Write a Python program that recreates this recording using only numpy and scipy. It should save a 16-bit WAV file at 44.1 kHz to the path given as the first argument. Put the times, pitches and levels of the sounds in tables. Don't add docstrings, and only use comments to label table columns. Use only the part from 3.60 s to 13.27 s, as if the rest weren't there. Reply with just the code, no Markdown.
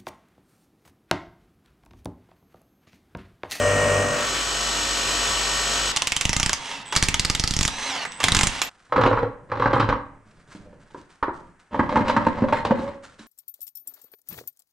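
import sys
import numpy as np
from scipy import signal
from scipy.fft import rfft, irfft
from scipy.io import wavfile
from scipy.ndimage import uniform_filter1d

SR = 44100
rng = np.random.default_rng(int(sys.argv[2]) if len(sys.argv) > 2 else 0)


def generate_wav(signal):
    frames = np.transpose(np.atleast_2d(signal))
    scaled = np.clip(frames, -1, 1) * 32767
    pcm = np.round(scaled).astype(np.int16)
    wavfile.write(sys.argv[1], SR, pcm)


N = 426432
TIME = np.arange(N) / SR
IDLE_HZ, SLIP_HZ = 49.737, .57
STRIKE_RISE_S = .0002
WRENCH_END = 5.096

# [f/Hz, level/dB, t60/s]
BOLT_MODES = [(1690, 14.5, .08), (2370, -1.5, 0.09), (2990, -3.5, .1), (4100, 1, .14), (4210, -10.5, .16),
              (5060, -10, 0.12), (5480, -9, 0.16)]
# [pressed t/s, full speed t/s, eased off t/s, braked t/s, loaded level/dB, free peak level/dB,
# fade/dB per s, gear whine relative level/dB, case whirr relative level/dB]
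TRIGGER_PULLS = [(2.326, 3.018, 3.11, 3.235, -38.5, -32.5, 70, -13, -5),
                 (3.346, 4.19, 4.29, 4.448, -38.5, -29, 30, -4.5, -13),
                 (4.6, 4.799, 4.97, 5.092, -31.5, -30.5, 70, -16.5, -10)]


def gain_of(db):
    return 10 ** (np.asarray(db) / 20)


def evened(x):
    return x / np.sqrt(np.mean(x ** 2) + 1e-20)


def read(points, hz):
    f, value = np.transpose(points)
    return np.interp(np.log(hz + 1), np.log(f + 1), value)


def curves(rows):
    s, *columns = np.transpose(rows)
    return [np.interp(TIME, s, c) for c in columns]


def between(start, end):
    return np.clip(np.minimum(TIME - start, end - TIME) / .003, 0, 1)


def stroke(start, end, attack_s, release_db_per_s, sag_db_per_s=0):
    t = np.maximum(TIME - start, 0)
    release_db = -abs(release_db_per_s) * np.maximum(TIME - end, 0)
    return np.minimum(t / attack_s, 1) * gain_of(-sag_db_per_s * t + release_db)


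def add(mix, s, sound):
    part = mix[round(s * SR):][:len(sound)]
    part += sound[:len(part)]


def drift(rate_hz):
    knots = rng.standard_normal(4000)
    return evened(np.interp(TIME * rate_hz, np.arange(len(knots)), knots))


def colour(x, *spectra, size=4096):
    hz = abs(np.fft.fftfreq(size, 1 / SR))
    db = np.maximum(sum(read(s, hz) for s in spectra), -100)
    log_gain = np.log(gain_of(db))
    taps = np.fft.ifft(np.exp(np.conj(signal.hilbert(log_gain)))).real
    return signal.oaconvolve(x, taps[:size // 2])[:len(x)]


def noise(spectrum):
    return evened(colour(rng.standard_normal(N), spectrum))


def band(hz, octaves, db):
    return [(hz / 2 ** octaves, 0), (hz, db), (hz * 2 ** octaves, 0)]


def cycle(turns, orders, db, size=8192):
    bins = np.zeros(size // 2 + 1, complex)
    phases = np.exp(2j * np.pi * rng.random(len(orders)))
    bins[np.asarray(orders, int)] = gain_of(db) * phases
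    wave = irfft(bins) * size / np.sqrt(2)
    return np.interp(turns % 1 * size, np.arange(size), wave, period=size)


def ringing(modes, pitch=1, spread_db=3, detune=.012):
    t = np.arange(SR // 2) / SR
    hz, db, t60 = np.transpose(modes)[:, :, None]
    weight = gain_of(db + spread_db * rng.standard_normal(db.shape)) / np.sqrt(t60)
    hz = hz * pitch * (1 + detune * rng.standard_normal(hz.shape))
    decay = np.exp(-np.log(1000) * t / t60)
    ring = (weight * decay * np.cos(2 * np.pi * hz * t)).sum(0)
    return ring / np.linalg.norm(ring)


def workshop(x, left_db, wet_db, likeness, lag_s):
    # [f/Hz, t60/s]
    room_t60 = [(100, 0.43), (300, 0.47), (1000, 0.47), (2000, 0.48), (5000, 0.32), (12000, 0.17)]
    taps = rng.standard_normal((2, SR)) * (rng.random((2, SR)) < 4000 / SR) * (TIME[:SR] > .004)
    hz, t, z = signal.stft(taps, SR, nperseg=256)
    unlike = read([(70, 0.68), (280, .08), (1000, 0.43), (2800, 1.2), (6500, 0.57), (12000, 0.85)], hz)
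    same = np.clip(1 - (1 - likeness) * unlike, -1, 1)[:, None]
    z[1] = same * z[0] + np.sqrt(1 - same ** 2) * z[1]
    decay = gain_of(-60 * t / read(room_t60, hz)[:, None])
    tail = signal.istft(z * decay, SR, nperseg=256)[1]
    wet = signal.fftconvolve(x[None], tail / np.linalg.norm(tail[0]), axes=1)[:, :N]
    k = np.arange(-8, 9)
    late = np.convolve(x, np.sinc(k - lag_s * SR) * np.hanning(len(k)), "same")
    return (np.array([late, x]) + gain_of(wet_db) * wet) * gain_of([[left_db / 2], [-left_db / 2]])


def quiet_air(level_db=-64.0):
    return gain_of(level_db) * noise([(30, -14.5), (150, -6.0), (500, -11.5), (1100, -8.5), (1700, -6.5),
                                      (4000, -29.5), (9000, -23.0), (12000, -44.5)])


def pump_state(turns, strong, oil, oil_db, buzz_db, whine_db, pulsing, count=260):
    orders, db = np.transpose(strong)
    weak = np.setdiff1d(np.arange(3, count), orders)
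    weak_db = read(oil, weak * IDLE_HZ) + 4 * rng.standard_normal(len(weak))
    buzz = evened(cycle(turns, weak, weak_db))
    whine = sum(cycle(turns, orders[k::3], db[k::3]) * gain_of(1.2 * drift(22)) for k in range(3))
    pulse = 1 + pulsing * np.cos(2 * np.pi * turns)
    hiss = noise(oil) * pulse * gain_of(0.58 * drift(24.63))
    return np.array([gain_of(oil_db) * hiss + gain_of(buzz_db) * buzz, gain_of(whine_db) * whine])


def pump(end=2.321, drone_db=-29.5, drone_power=10):
    # [t/s, load 0-1, relative level/dB]
    drive = [(0, 1, 0), (.38, 1, 0), (.48, .92, -2.5), (.57, .7, -2.5), (.63, .35, -2), (.69, 0, -1.5),
             (.85, 0, -1.5), (1.2, 0, -.5), (1.68, 0, .5), (2.32, 0, 0)]
    # [multiple of shaft speed, relative level/dB]
    loaded_orders = [(1, -39), (10, -30), (12, -22.5), (13, -35), (15, -37), (22, -37), (24, -37),
                     (28, -43), (29, -43), (36, -41), (38, -28.5), (47, -42), (48, -44), (59, -41),
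                     (61, -44), (84, -47), (106, -50), (109, -48), (120, -47), (123, -50), (130, -49),
                     (133, -48), (145, -49), (156, -49), (159, -43), (168, -43), (169, -45), (227, -58),
                     (229, -57), (260, -65)]
    free_orders = [(1, -40), (14, -48), (23, -45), (27, -44), (30, -43), (37, -39), (38, -45), (47, -46),
                   (49, -46), (60, -39), (82, -45), (83, -42), (99, -47), (100, -45), (108, -43),
                   (111, -46), (112, -43), (122, -47), (132, -44), (133, -39), (136, -49), (137, -50),
                   (142, -50), (143, -48), (146, -49), (152, -44), (156, -48), (157, -39), (158, -42),
                   (167, -51), (179, -51), (184, -55), (227, -55), (256, -63)]
    # [f/Hz, relative level/dB per Hz]
    loaded_oil = [(25, -14.5), (70, -3), (110, 6), (175, 1), (260, 4), (340, -5), (430, 6), (540, 10),
                  (800, -4), (1250, 1), (2050, -5.5), (2900, -5.5), (4000, -17), (6500, -9.5), (8500, -13),
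                  (10500, -27), (15500, -33)]
    free_oil = [(15, -38), (25, -11), (53, -29.5), (75, -6.5), (178, -10), (482, -4.5), (848, -6),
                (1170, -1.5), (1750, -6.5), (1900, -6.5), (2060, -8), (3000, -3), (4500, -7), (7700, -8),
                (10000, -23.5), (12400, -22.5), (15500, -52)]
    load, db = curves(drive)
    load = np.clip(load, 0, 1)
    shaft_hz = IDLE_HZ - SLIP_HZ * np.sin(load * np.pi / 2)
    turns = np.cumsum(shaft_hz * (1 + .00012 * drift(12))) / SR
    loaded = pump_state(turns, loaded_orders, loaded_oil,
                        oil_db=-27.2, buzz_db=-32, whine_db=-1.5, pulsing=.35)
    free = pump_state(turns, free_orders, free_oil,
                      oil_db=-28.3, buzz_db=-33.5, whine_db=0, pulsing=0.22)
    rush, tones = load * loaded + np.sqrt(1 - load) * free
    drone = load ** drone_power * cycle(turns, [2], [drone_db])
    return np.array([rush, tones + drone]) * gain_of(db) * between(-1, end)


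def valve(attack_s=0.025, release_db_per_s=160):
    # [from t/s, to t/s, centre f/Hz, level/dB]
    surges = [(0.51, 0.658, 1350, -32), (0.606, 0.755, 330, -40.5), (0.727, 0.753, 1750, -32)]
    return sum(gain_of(db) * noise(band(hz, 4.4, 41)) * stroke(start, end, attack_s, release_db_per_s)
               for start, end, hz, db in surges)


def cloth(grains_per_s=2500, attack_s=0.012, release_db_per_s=167):
    # [from t/s, to t/s, sleeve rustle level/dB, soft bumping level/dB]
    moves = [(5.079, 5.27, -61, -68.5), (5.595, 6.553, -85, -53), (6.65, 6.835, -62.5, -57),
             (6.87, 6.96, -54, -57), (6.987, 7.024, -69, -49.5), (7.047, 7.19, -76, -53),
             (7.195, 7.244, -58, -64), (7.304, 7.417, -58.5, -57), (7.49, 7.518, -61.5, -69),
             (7.728, 7.755, -57, -48.5), (7.8, 7.876, -70, -52.5), (7.99, 8.01, -61, -73),
             (8.138, 9.1, -63.5, -41), (9.146, 9.314, -59, -51), (9.422, 9.533, -55.5, -61),
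             (9.578, 9.67, -53.5, -67)]
    # [f/Hz, relative level/dB per Hz]
    rustle_colour = [(180, -46), (300, -5.5), (639, -2.5), (750, -1), (1550, 5.5), (1850, -2), (5000, -8),
                     (8500, -11), (10500, -21.5), (14000, -46)]
    # [f/Hz, relative level/dB per Hz]
    bump_colour = [(25, 1.5), (55, -1), (85, -3), (110, -1.5), (150, 0), (210, -3), (320, -10.5),
                   (600, -12), (1500, -35.5), (3000, -60)]
    grains = evened(rng.laplace(size=N) * (rng.random(N) < grains_per_s / SR))
    rustle = evened(colour(1.3 * grains + rng.standard_normal(N), rustle_colour))
    rustle = rustle * gain_of(3 * drift(70) + 2 * drift(18))
    bumps = noise(bump_colour)
    out = np.zeros(N)
    for start, end, rustle_db, bump_db in moves:
        movement = stroke(start, end, attack_s, release_db_per_s)
        out += movement * (gain_of(rustle_db) * rustle + gain_of(bump_db) * bumps)
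    return out


def knock(contact, t60, rise_s, db, treble_db, bass_db, hollow_db, ring_hz,
          rebound_s=.015, rebound_db=-11, push_db=-6, place_peak_db=4, contact_spread=0.02):
    t = np.arange(8000) / SR
    after = np.maximum(t - rebound_s * rng.uniform(0.62, 1.3), 0)
    first, rebound = (gain_of(-60 * u / t60) * (1 - np.exp(-u / rise_s)) for u in (t, after))
    chatter = rng.standard_normal(len(t)) * (first + gain_of(rebound_db) * rebound)
    force = chatter / np.linalg.norm(chatter)
    push = np.hanning(24)
    add(force, rise_s, gain_of(push_db) * push / push.sum())
    tilt = [(330, bass_db), (480, hollow_db), (620, hollow_db), (900, 0), (1700, 0), (3500, treble_db)]
    place = np.array(contact) * [np.exp(contact_spread * rng.standard_normal()), 1]
    sound = colour(force, place, tilt, band(ring_hz, 0.15, place_peak_db))
    return gain_of(db) * sound / np.sqrt(np.mean(sound[:700] ** 2))


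def set_down(level_db=-9, contact_t60=0.065, rise_s=0.00206):
    # [t/s, relative level/dB, treble/dB, bass/dB, hollow/dB, ring f/Hz]
    contacts = [(7.344, -27, -8, 1.5, 13, 1100), (7.378, -37, 1, 16, 8, 950),
                (7.626, -10, -2, -8.5, 7, 1400), (7.68, -15.5, -12, 1.5, 13, 960)]
    # [f/Hz, relative level/dB per Hz]
    table_top = [(60, -7), (178, -10), (330, 4.5), (450, -13.5), (720, -18), (940, 3.5), (1350, -4),
                 (1650, -9.5), (2500, -24), (4200, -30), (5200, -40), (12000, -58)]
    out = np.zeros(N)
    for s, *blow in contacts:
        add(out, s, gain_of(level_db) * knock(table_top, contact_t60, rise_s, *blow))
    return out


def steel(knocks, drags, contact, knock_db, drag_db, ring_db, chink_db, slips_per_s, rise_s, contact_t60,
          clump_db, drag_attack_s=0.022, drag_sag_db_per_s=-0.5, drag_release_db_per_s=238,
          groan_waver=0.0305, groan_flutter_db=5.5):
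    # [f/Hz, relative level/dB, t60/s]
    mould_modes = [(107.8, -9, 1), (133, -12.5, 0.9), (202.4, -4, .4), (234.4, 1, 0.35), (275.7, 0, 0.7),
                   (302.5, -2.5, .4), (503, -6.5, 0.64), (516, -15, 0.27), (584, -4.5, 0.86),
                   (808, -1.5, 0.29), (865, -3.5, .25), (926, -0.5, 0.25), (1060, -8, 0.27),
                   (1164, -3.5, 0.2), (1270, -2.5, 0.15), (1603, 2.5, 0.22), (1680, -3.5, 0.18),
                   (2090, 5.5, .2), (2604, 2, 0.13), (2840, 3, 0.14), (3160, 9, 0.19), (3440, 4, 0.18),
                   (3940, 14.5, 0.13), (4110, 6, .2), (4870, 0, .2), (5480, 5.5, .2), (7060, 8, .15)]
    # [t/s, pitch factor]
    parting = [(8.6, 1), (9.1, 0.96)]
    out = np.zeros(N)
    for s, db, treble_db, *timbre in knocks:
        hit = gain_of(knock_db) * knock(contact, contact_t60, rise_s, db, treble_db, *timbre)
        add(out, s, hit)
        pitch = np.interp(s, *np.transpose(parting))
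        add(out, s, gain_of(ring_db) * signal.fftconvolve(hit, ringing(mould_modes, pitch)))
        add(out, s, gain_of(chink_db + db + treble_db) * ringing(BOLT_MODES, detune=.004))
    slips = rng.standard_normal(N) * (rng.random(N) < slips_per_s / SR) * gain_of(clump_db * drift(60))
    slips = evened(colour(slips, contact))
    slips = slips + gain_of(ring_db) * signal.oaconvolve(slips, ringing(mould_modes))[:N]
    clock = np.cumsum(1 + groan_waver * drift(70)) / SR
    flutter = gain_of(groan_flutter_db * drift(40))
    for start, end, db, hz, groan_db in drags:
        pressure = stroke(start, end, drag_attack_s, drag_release_db_per_s, drag_sag_db_per_s)
        groan = flutter * np.sin(2 * np.pi * hz * clock)
        out += pressure * (gain_of(db + drag_db) * slips + gain_of(groan_db) * groan)
    return out


def mould_opening():
    # [t/s, relative level/dB, treble/dB, bass/dB, hollow/dB, ring f/Hz]
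    table_knocks = [(6.948, -29, 11, 16.5, 6.5, 241), (7.057, -39, 3, 4, 14, 510),
                    (7.127, -38, 3, -1, 2, 484), (7.303, -46, 10, -6, -6, 900),
                    (8.143, -11.5, -9, -4, -0.5, 566), (8.192, -4, -13, -4.5, -10.5, 1065),
                    (8.291, -13.5, 3.5, -4.5, -12, 1240), (8.356, -3.5, -6, -5, -11.5, 930),
                    (8.37, -7, -3.5, -6, -6, 1160), (8.407, -9, -2, 0, -13, 236),
                    (8.48, -12.5, 10, -10, -5.5, 1500), (8.496, -8, 3, -16, -2, 1200),
                    (8.564, -4, -6, -5, -13, 1270), (8.665, -3, -3.5, -0.5, -3, 930),
                    (8.82, -4.5, -5, 9.5, 6, 270), (8.836, -10, -10, -7, 7, 920),
                    (8.884, -15, -2, -19, 0, 234), (8.924, -4.5, -3, -5.5, -1, 880),
                    (9.049, -9.5, 8, -4, -1.5, 231), (9.107, -3.5, -7.5, 3, 2.5, 560),
                    (9.19, -17.5, 6, 12, 1, 257), (9.592, -34.5, 24.5, 13, -2, 219)]
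    # [from t/s, to t/s, relative level/dB, groan f/Hz, groan level/dB]
    slides = [(8.109, 8.273, -30, 283, -47.5), (8.285, 8.586, -23.5, 580, -33.5),
              (8.608, 9.014, -29.5, 936, -45), (9.044, 9.287, -29, 542.5, -36)]
    # [f/Hz, relative level/dB per Hz]
    open_contact = [(24, -64), (40, -15), (107, -2), (166, -4.5), (234, 0.5), (421, -10.5), (565, 2.5),
                    (670, -14.5), (945, -2.5), (1400, -15.5), (1620, -15), (2580, -25), (4010, -32),
                    (9010, -49), (14000, -91)]
    return steel(table_knocks, slides, open_contact, knock_db=-12.0, drag_db=-5.5, ring_db=-13.5, chink_db=-15,
                 slips_per_s=1800, rise_s=0.00213, contact_t60=0.05, clump_db=3)


def bolt_rattle():
    # [t/s, relative level/dB, treble/dB, bass/dB, hollow/dB, ring f/Hz]
    hole_knocks = [(5.322, -4, -2, -8, 4, 940), (5.36, -3.5, 0.5, 3, -4, 950), (5.378, 0, -3, 4, 7, 1050),
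                   (5.391, -6, -11, -1, -5.5, 820), (5.411, -5.5, 6.5, -2, 1, 1090),
                   (5.435, -1, 1.5, 2.5, 1, 1013), (5.461, -0.5, 3, 1.5, 4.5, 1190),
                   (5.511, -5.5, -8, -3, 4.5, 1130), (5.529, -2.5, -5.5, 1.5, 3, 494),
                   (5.573, -5.5, -19, -5.5, -5, 960), (5.602, -22, -12, 10, -7, 1100),
                   (5.629, -4.5, -2, 6, 13.5, 522), (5.916, -8, -2.5, -4.5, 0, 826),
                   (5.971, -16, 4, 4, -1, 510), (5.997, -5.5, 1.5, 2.5, 6.5, 1120),
                   (6.021, -3, -0.5, -7, -8, 1210), (6.057, -0.5, -5.5, 3, 5, 517),
                   (6.131, -1.5, 0, 2, -1, 970), (6.162, -3, -18, -1, -1, 960),
                   (6.198, -2, 3.5, -3, 0, 1570), (6.225, -6.5, -1, 8, -4, 907),
                   (6.288, -3.5, 0.5, 0, -2, 595), (6.323, -7.5, -7, -1, -22, 1270),
                   (6.352, -17, -1, 0, 11, 930)]
    # [from t/s, to t/s, relative level/dB, groan f/Hz, groan level/dB]
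    bolt_drags = [(5.294, 5.325, -32.5, 1000, -53), (5.332, 5.626, -27.5, 492, -31.5),
                  (5.882, 5.915, -36.5, 997, -50), (5.914, 6.332, -28, 560, -37)]
    # [f/Hz, relative level/dB per Hz]
    shut_contact = [(24, -20.5), (40, -6), (76, -16), (120, 1), (174, -15), (277, -8), (431, -14.5),
                    (510, -1.5), (687, -19.5), (776, -8.5), (1090, -5), (2400, -25), (4010, -33.5),
                    (7050, -50.5), (14000, -79)]
    return steel(hole_knocks, bolt_drags, shut_contact, knock_db=-15.5, drag_db=-5, ring_db=-15, chink_db=-12.0,
                 slips_per_s=500, rise_s=0.001757, contact_t60=0.055, clump_db=4.0)


def rasp(level_db=-1, grains_per_s=700, clump_db=4, ring_db=-4, attack_s=.004, release_db_per_s=450):
    # [from t/s, to t/s, relative level/dB]
    bites = [(5.358, 5.45, -44), (5.459, 5.473, -43), (5.489, 5.59, -44), (6.0, 6.066, -49),
             (6.145, 6.205, -36), (8.293, 8.342, -39), (8.366, 8.42, -47), (8.48, 8.518, -37),
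             (8.565, 8.63, -57), (8.645, 8.695, -40), (8.725, 8.85, -48.5), (8.93, 9.006, -35),
             (9.047, 9.066, -40), (9.15, 9.2, -42), (9.278, 9.297, -47)]
    # [f/Hz, relative level/dB per Hz]
    grit_colour = [(500, -14), (1400, 6.5), (2050, 15), (2500, 0), (3150, -0.5), (3950, -0.5), (4600, -12),
                   (5400, -9), (6300, -26.5), (7100, -12.5), (9500, -14.5), (11500, -42.5), (16000, -52)]
    grains = rng.laplace(size=N) * (rng.random(N) < grains_per_s / SR) * gain_of(clump_db * drift(120))
    ring = signal.oaconvolve(grains, ringing(BOLT_MODES))[:N]
    grit = evened(evened(colour(grains, grit_colour)) + gain_of(ring_db) * evened(ring))
    return grit * sum(gain_of(db + level_db) * stroke(start, end, attack_s, release_db_per_s)
                      for start, end, db in bites)


def creep(ticks_per_s=95, tick_s=.003):
    # [from t/s, to t/s, level/dB]
    creeps = [(3.252, 3.335, -46.5), (4.51, 4.609, -51.5)]
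    # [f/Hz, relative level/dB per Hz]
    tick_colour = [(500, -20), (2500, -2.5), (3400, 7.5), (4500, -10), (7000, -9), (8000, 9), (9500, -14),
                   (11500, -31)]
    since = np.cumsum(ticks_per_s * (1 + .15 * drift(60))) / SR % 1 / ticks_per_s
    ticks = evened(noise(tick_colour) * np.exp(-since / tick_s))
    return ticks * sum(gain_of(db) * between(start, end) for start, end, db in creeps)


def whistles(waver=.006, flutter_db=5):
    # [from t/s, to t/s, f/Hz, level/dB, fall/dB per s]
    thin_tones = [(3.255, 3.34, 8000, -49, 20), (4.46, 4.64, 8000, -52, 0), (3.28, 3.35, 3330, -47, 0),
                  (5.018, 5.09, 11730, -34, 330), (5.018, 5.09, 12344, -35, 380)]
    out = np.zeros(N)
    clock = np.cumsum(1 + waver * drift(400)) / SR
    for start, end, hz, db, fall in thin_tones:
        level = gain_of(db - abs(fall) * np.maximum(TIME - start, 0))
        out += between(start, end) * level * np.sin(2 * np.pi * hz * clock)
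    return np.sqrt(2) * out * gain_of(flutter_db * drift(230))


def trigger(crawl_hz=170.6, start_hz=214.6, top_hz=417.4, eased_hz=269.3, coast_s=.07,
            crawl_db=-45, fan_db=-53, swell_db_per_s=43, hammering_whine_db=-11.5, coast_whine_db_per_s=15):
    # [from t/s, to t/s, gust on the microphone at first level/dB, at last level/dB]
    bursts = [(2.362, 2.935, -51, -52.5), (3.335, 4.09, -39.5, -46.5), (4.63, 4.878, -31.5, -33)]
    crawl = crawl_hz, crawl_db, -16, fan_db, -14
    hz, db, whine_db, air_db, whirr_db = (np.full(N, float(v)) for v in crawl)
    for pressed, full, eased, braked, loaded_db, free_db, fade, whine, whirr in TRIGGER_PULLS:
        on = (TIME >= pressed) & (TIME < braked)
        t = TIME[on]
        coasting = np.maximum(t - eased, 0)
        sinking = (top_hz - eased_hz) * (1 - np.exp(-coasting / coast_s))
        hz[on] = np.interp(t, (pressed, full), (start_hz, top_hz)) - sinking
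        swell_db = free_db - swell_db_per_s * np.maximum(eased - t, 0)
        db[on] = np.maximum(swell_db, loaded_db) - fade * coasting
        whine_db[on] = whine + coast_whine_db_per_s * coasting
        whirr_db[on] = whirr
    for start, end, first_air, last_air in bursts:
        on = (TIME >= start) & (TIME < end)
        whine_db[on] += hammering_whine_db
        air_db[on] = np.interp(TIME[on], (start, end), (first_air, last_air))
    return uniform_filter1d(np.array([hz, db, whine_db, air_db, whirr_db]), size=600)


def tooth_whine(hz, jitter=.012, flutter_db=4):
    # [multiple of the rotor speed, relative level/dB]
    meshes = [(2.25, -11), (2.9, -15), (4.1, -11), (5.1, -11), (6.33, -9), (9.67, -8), (10, -9), (14.5, -8),
              (15.05, -9), (18.4, -19), (20, -15)]
    out = np.zeros(N)
    for multiple, db in meshes:
        level = gain_of(db + flutter_db * drift(260))
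        turns = np.cumsum(multiple * hz * (1 + jitter * drift(600))) / SR
        out += level * np.sin(2 * np.pi * turns)
    return np.sqrt(2) * out


def wrench_motor(gears_db=-2.0, buzz_db=-5, housing_hz=930, housing_db=-13, count=24):
    # [f/Hz, relative level/dB per Hz]
    gear_colour = [(59, -52.5), (100, -15), (172, -18), (274, 1.5), (304, -15), (482, -4), (660, -6.5),
                   (867, 1), (1400, -5.5), (2130, -1), (4260, -10.5), (5960, -11), (8880, -16.5),
                   (15000, -42)]
    # [f/Hz, relative level/dB]
    case_colour = [(1500, -45.5), (2350, -9.5), (2620, 3.5), (2900, -8), (3120, -5.5), (3500, -5),
                   (4400, -18.5), (7000, -26), (7850, -8.5), (9000, -34)]
    # [f/Hz, gain/dB]
    crawl_colour = [(1500, 2), (3500, -1.5), (6000, -1), (12000, -15.5)]
    # [f/Hz, relative level/dB per Hz]
    air_colour = [(15, -4.5), (35, -8), (110, -3), (200, -1), (400, -13), (1000, -41), (3000, -74.5)]
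    hz, db, whine_db, air_db, whirr_db = trigger()
    turns = np.cumsum(hz * (1 + .012 * drift(500))) / SR
    orders = np.arange(4, count)
    buzz = evened(colour(cycle(turns, orders, 3 * rng.standard_normal(len(orders))), gear_colour))
    whine = tooth_whine(hz)
    gears = noise(gear_colour) * gain_of(2 * drift(250))
    housing = noise([(housing_hz * .6, -70), (housing_hz * .96, -14), (housing_hz, 0),
                     (housing_hz * 1.04, -14), (housing_hz * 1.6, -70)])
    motor = gain_of(gears_db) * gears + gain_of(buzz_db) * buzz
    motor += gain_of(whine_db) * whine + gain_of(housing_db) * housing
    motor += gain_of(whirr_db) * evened(colour(buzz + gears / 2, case_colour))
    driven = sum(between(pressed, braked) for pressed, _, _, braked, *_ in TRIGGER_PULLS)
    motor = driven * motor + (1 - driven) * colour(motor, crawl_colour)
    running = between(TRIGGER_PULLS[0][0], TRIGGER_PULLS[-1][3])
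    return (gain_of(db) * motor + gain_of(air_db) * noise(air_colour)) * running


def hammer(level_db=-1, strike_db=12, strike_t60=0.0022, anvil_db=-7, crack_t60=0.014, ring_t60=.11, ring_db=-9,
           peak_db=7, puff_db=7, puff_s=0.00078, recoil_s=.0055, recoil_db=-11.5):
    # [t/s, relative level/dB, ring f/Hz, body below 2.5 kHz/dB, air puff relative level/dB]
    blows = [(2.3625, -19.5, 5800, 2, -37), (2.4207, -18.5, 3100, 6, -39.5), (2.4717, -18, 2950, 0, -36.5),
             (2.5202, -18.5, 2670, 4.5, -34), (2.565, -19, 3070, -0.5, -34.5), (2.611, -19, 2640, 2.5, -39),
             (2.653, -18.5, 2860, 2.5, -20), (2.6932, -19.5, 5860, 4, -21.5), (2.731, -19, 5670, 7, -43),
             (2.765, -18.5, 7000, 4.5, -22), (2.7985, -18.5, 6050, 6, -27), (2.83, -17.5, 2800, 5, -24),
             (2.8612, -18.5, 2570, 7, -23), (2.8942, -19, 3340, 9, -37.5), (2.931, -17, 5930, 4, -37),
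             (3.363, -13, 4500, 4.5, -22.5), (3.426, -16, 1830, 0.5, -18.5),
             (3.485, -17.5, 2300, 1.5, -21.5), (3.5423, -17, 3360, 3.5, -26.5),
             (3.5956, -16.5, 4400, -1.5, -23), (3.649, -18, 4450, 4, -26.5), (3.6992, -18, 5340, 2.5, -22),
             (3.7498, -19, 3460, 3.5, -31), (3.7965, -19.5, 5600, -5, -23.5), (3.8383, -20, 4660, 4, -20.5),
             (3.8757, -20.5, 4850, -7.5, -31), (3.9087, -22.5, 4360, -4, -22),
             (3.9376, -24.5, 4800, -5.5, -32.5), (3.9656, -21.5, 5560, 0, -22.5),
             (3.9898, -20.5, 5600, 0, -21), (4.0099, -20, 3560, 1.5, -21), (4.03, -19, 6660, 4.5, -29.5),
             (4.0513, -18.5, 6140, 3, -22.5), (4.078, -20.5, 3490, 7, -32.5), (4.64, -12, 3400, 7, -38.5),
             (4.6839, -16, 3670, 10, -31), (4.72, -15, 3980, 5, -20), (4.7484, -15, 3360, 5.5, -29),
             (4.7672, -17, 1725, 3, -19.5), (4.79, -17, 7700, 9.5, -30.5), (4.8102, -16.5, 7140, 10, -30),
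             (4.8328, -16.5, 7670, 5.5, -18.5), (4.8706, -17.5, 7000, -1, -23)]
    # [t/s, relative level/dB, ring f/Hz, body/dB, ring of the mould/dB]
    single_clacks = [(2.371, -18.5, 3060, 6, -20), (3.324, -22.5, 3200, 16.5, 21),
                     (3.352, -23.5, 2600, 8.5, 3.5), (3.373, -22, 4440, 5.5, -4.5),
                     (3.435, -21, 4500, 2, 6.5), (4.451, -26, 1930, 19.5, 2), (4.52, -38, 3360, -0.5, -11),
                     (4.603, -24, 1080, 17, -2), (4.632, -24.5, 1820, 8.5, -7.5), (4.84, -28, 6560, 8, -8),
                     (5.017, -17.5, 2760, 7.5, -2)]
    # [f/Hz, relative level/dB per Hz]
    crack_colour = [(180, -25.5), (300, -11), (450, -7), (656, -6), (915, 1.5), (1030, -12), (1230, 1),
                    (1460, -1), (2030, 3.5), (3030, 4), (5080, 3), (7570, 2.5), (12100, -13),
                    (16000, -38.5)]
    # [f/Hz, relative level/dB, t60/s]
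    anvil_modes = [(1111, -11.5, 0.057), (2080, -11.5, 0.064), (3027, -8.5, 0.047), (3556, -10, 0.023),
                   (4240, -3, 0.0047), (5370, -7, 0.032), (6400, 5, 0.012), (7750, -13, 0.023),
                   (9000, -2, 0.024)]
    out, t = np.zeros(N), np.arange(6000) / SR
    onset = 1 - np.exp(-t / STRIKE_RISE_S)
    clacks = [(s, db, hz, body, -np.inf, tail_db) for s, db, hz, body, tail_db in single_clacks]
    for s, db, hz, body, air_db, tail_db in [(*row, ring_db) for row in blows] + clacks:
        shape = [(1300, body), (3000, 0)], band(hz, .4, peak_db)
        late = t - recoil_s * rng.uniform(0.71, 1.5)
        strikes = gain_of(-60 * t / strike_t60) + (late > 0) * gain_of(recoil_db - 60 * abs(late) / strike_t60)
        crack_decay = gain_of(-60 * t / (crack_t60 * rng.uniform(0.95, 1.8)))
        tail = gain_of(tail_db - 60 * t / ring_t60)
        envelope = gain_of(strike_db) * strikes + crack_decay + tail
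        crack = colour(envelope * onset * rng.standard_normal(len(t)), crack_colour, *shape)
        modes = np.zeros(len(t))
        for f, mode_db, t60 in anvil_modes:
            decay = gain_of(mode_db + 4 * rng.standard_normal() - 60 * t / t60)
            mode_hz = f * (1 + .08 * rng.standard_normal())
            modes += decay * np.sin(2 * np.pi * (mode_hz * t + rng.random()))
        anvil = colour(modes * onset, *shape, [(9000, 2), (11000, -25.0), (16000, -38.5)])
        blow = crack / np.std(crack[:350]) + gain_of(anvil_db) * anvil / np.std(anvil[:350])
        add(out, s, gain_of(db + level_db) * blow)
        u = t / puff_s
        puff = rng.choice([-1, 1]) * u ** 2 * np.exp(-u) * 2
        add(out, s + 0.0023, gain_of(air_db + puff_db) * puff)
    return out


def scene():
    rush, tones = pump()
    pump_tones = workshop(tones, left_db=1.2, wet_db=-17, likeness=-.5, lag_s=.000005)
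    oil = workshop(rush + valve(), left_db=1.0, wet_db=-5.5, likeness=-0.12, lag_s=.000005)
    table = workshop(mould_opening() + set_down() + cloth() + quiet_air(),
                     left_db=-0.3, wet_db=-9.5, likeness=0.17, lag_s=.000022)
    loose_bolt = workshop(bolt_rattle() + rasp(), left_db=-0.5, wet_db=-8.5, likeness=0.44, lag_s=.000024)
    wrench = workshop(hammer() + wrench_motor() + whistles() + creep(),
                      left_db=-2.0, wet_db=-11.5, likeness=0, lag_s=.000014)
    return pump_tones + oil + table + loose_bolt + wrench * between(-1, WRENCH_END)


def record(dry, edge_hz=16300):
    # [f/Hz, gain/dB]
    right_port = [(20, 2), (60, 0), (9000, 0), (12000, -8), (16000, -9)]
    right = irfft(rfft(dry[1]) * gain_of(read(right_port, np.fft.rfftfreq(N, 1 / SR))), N)
    ports = np.clip([dry[0], right], -1, 1)
    low_pass = signal.firwin(511, edge_hz, window=("kaiser", 9), fs=SR)
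    return signal.oaconvolve(ports, low_pass[None], "same")


dry = scene()
out = record(dry)
generate_wav(out)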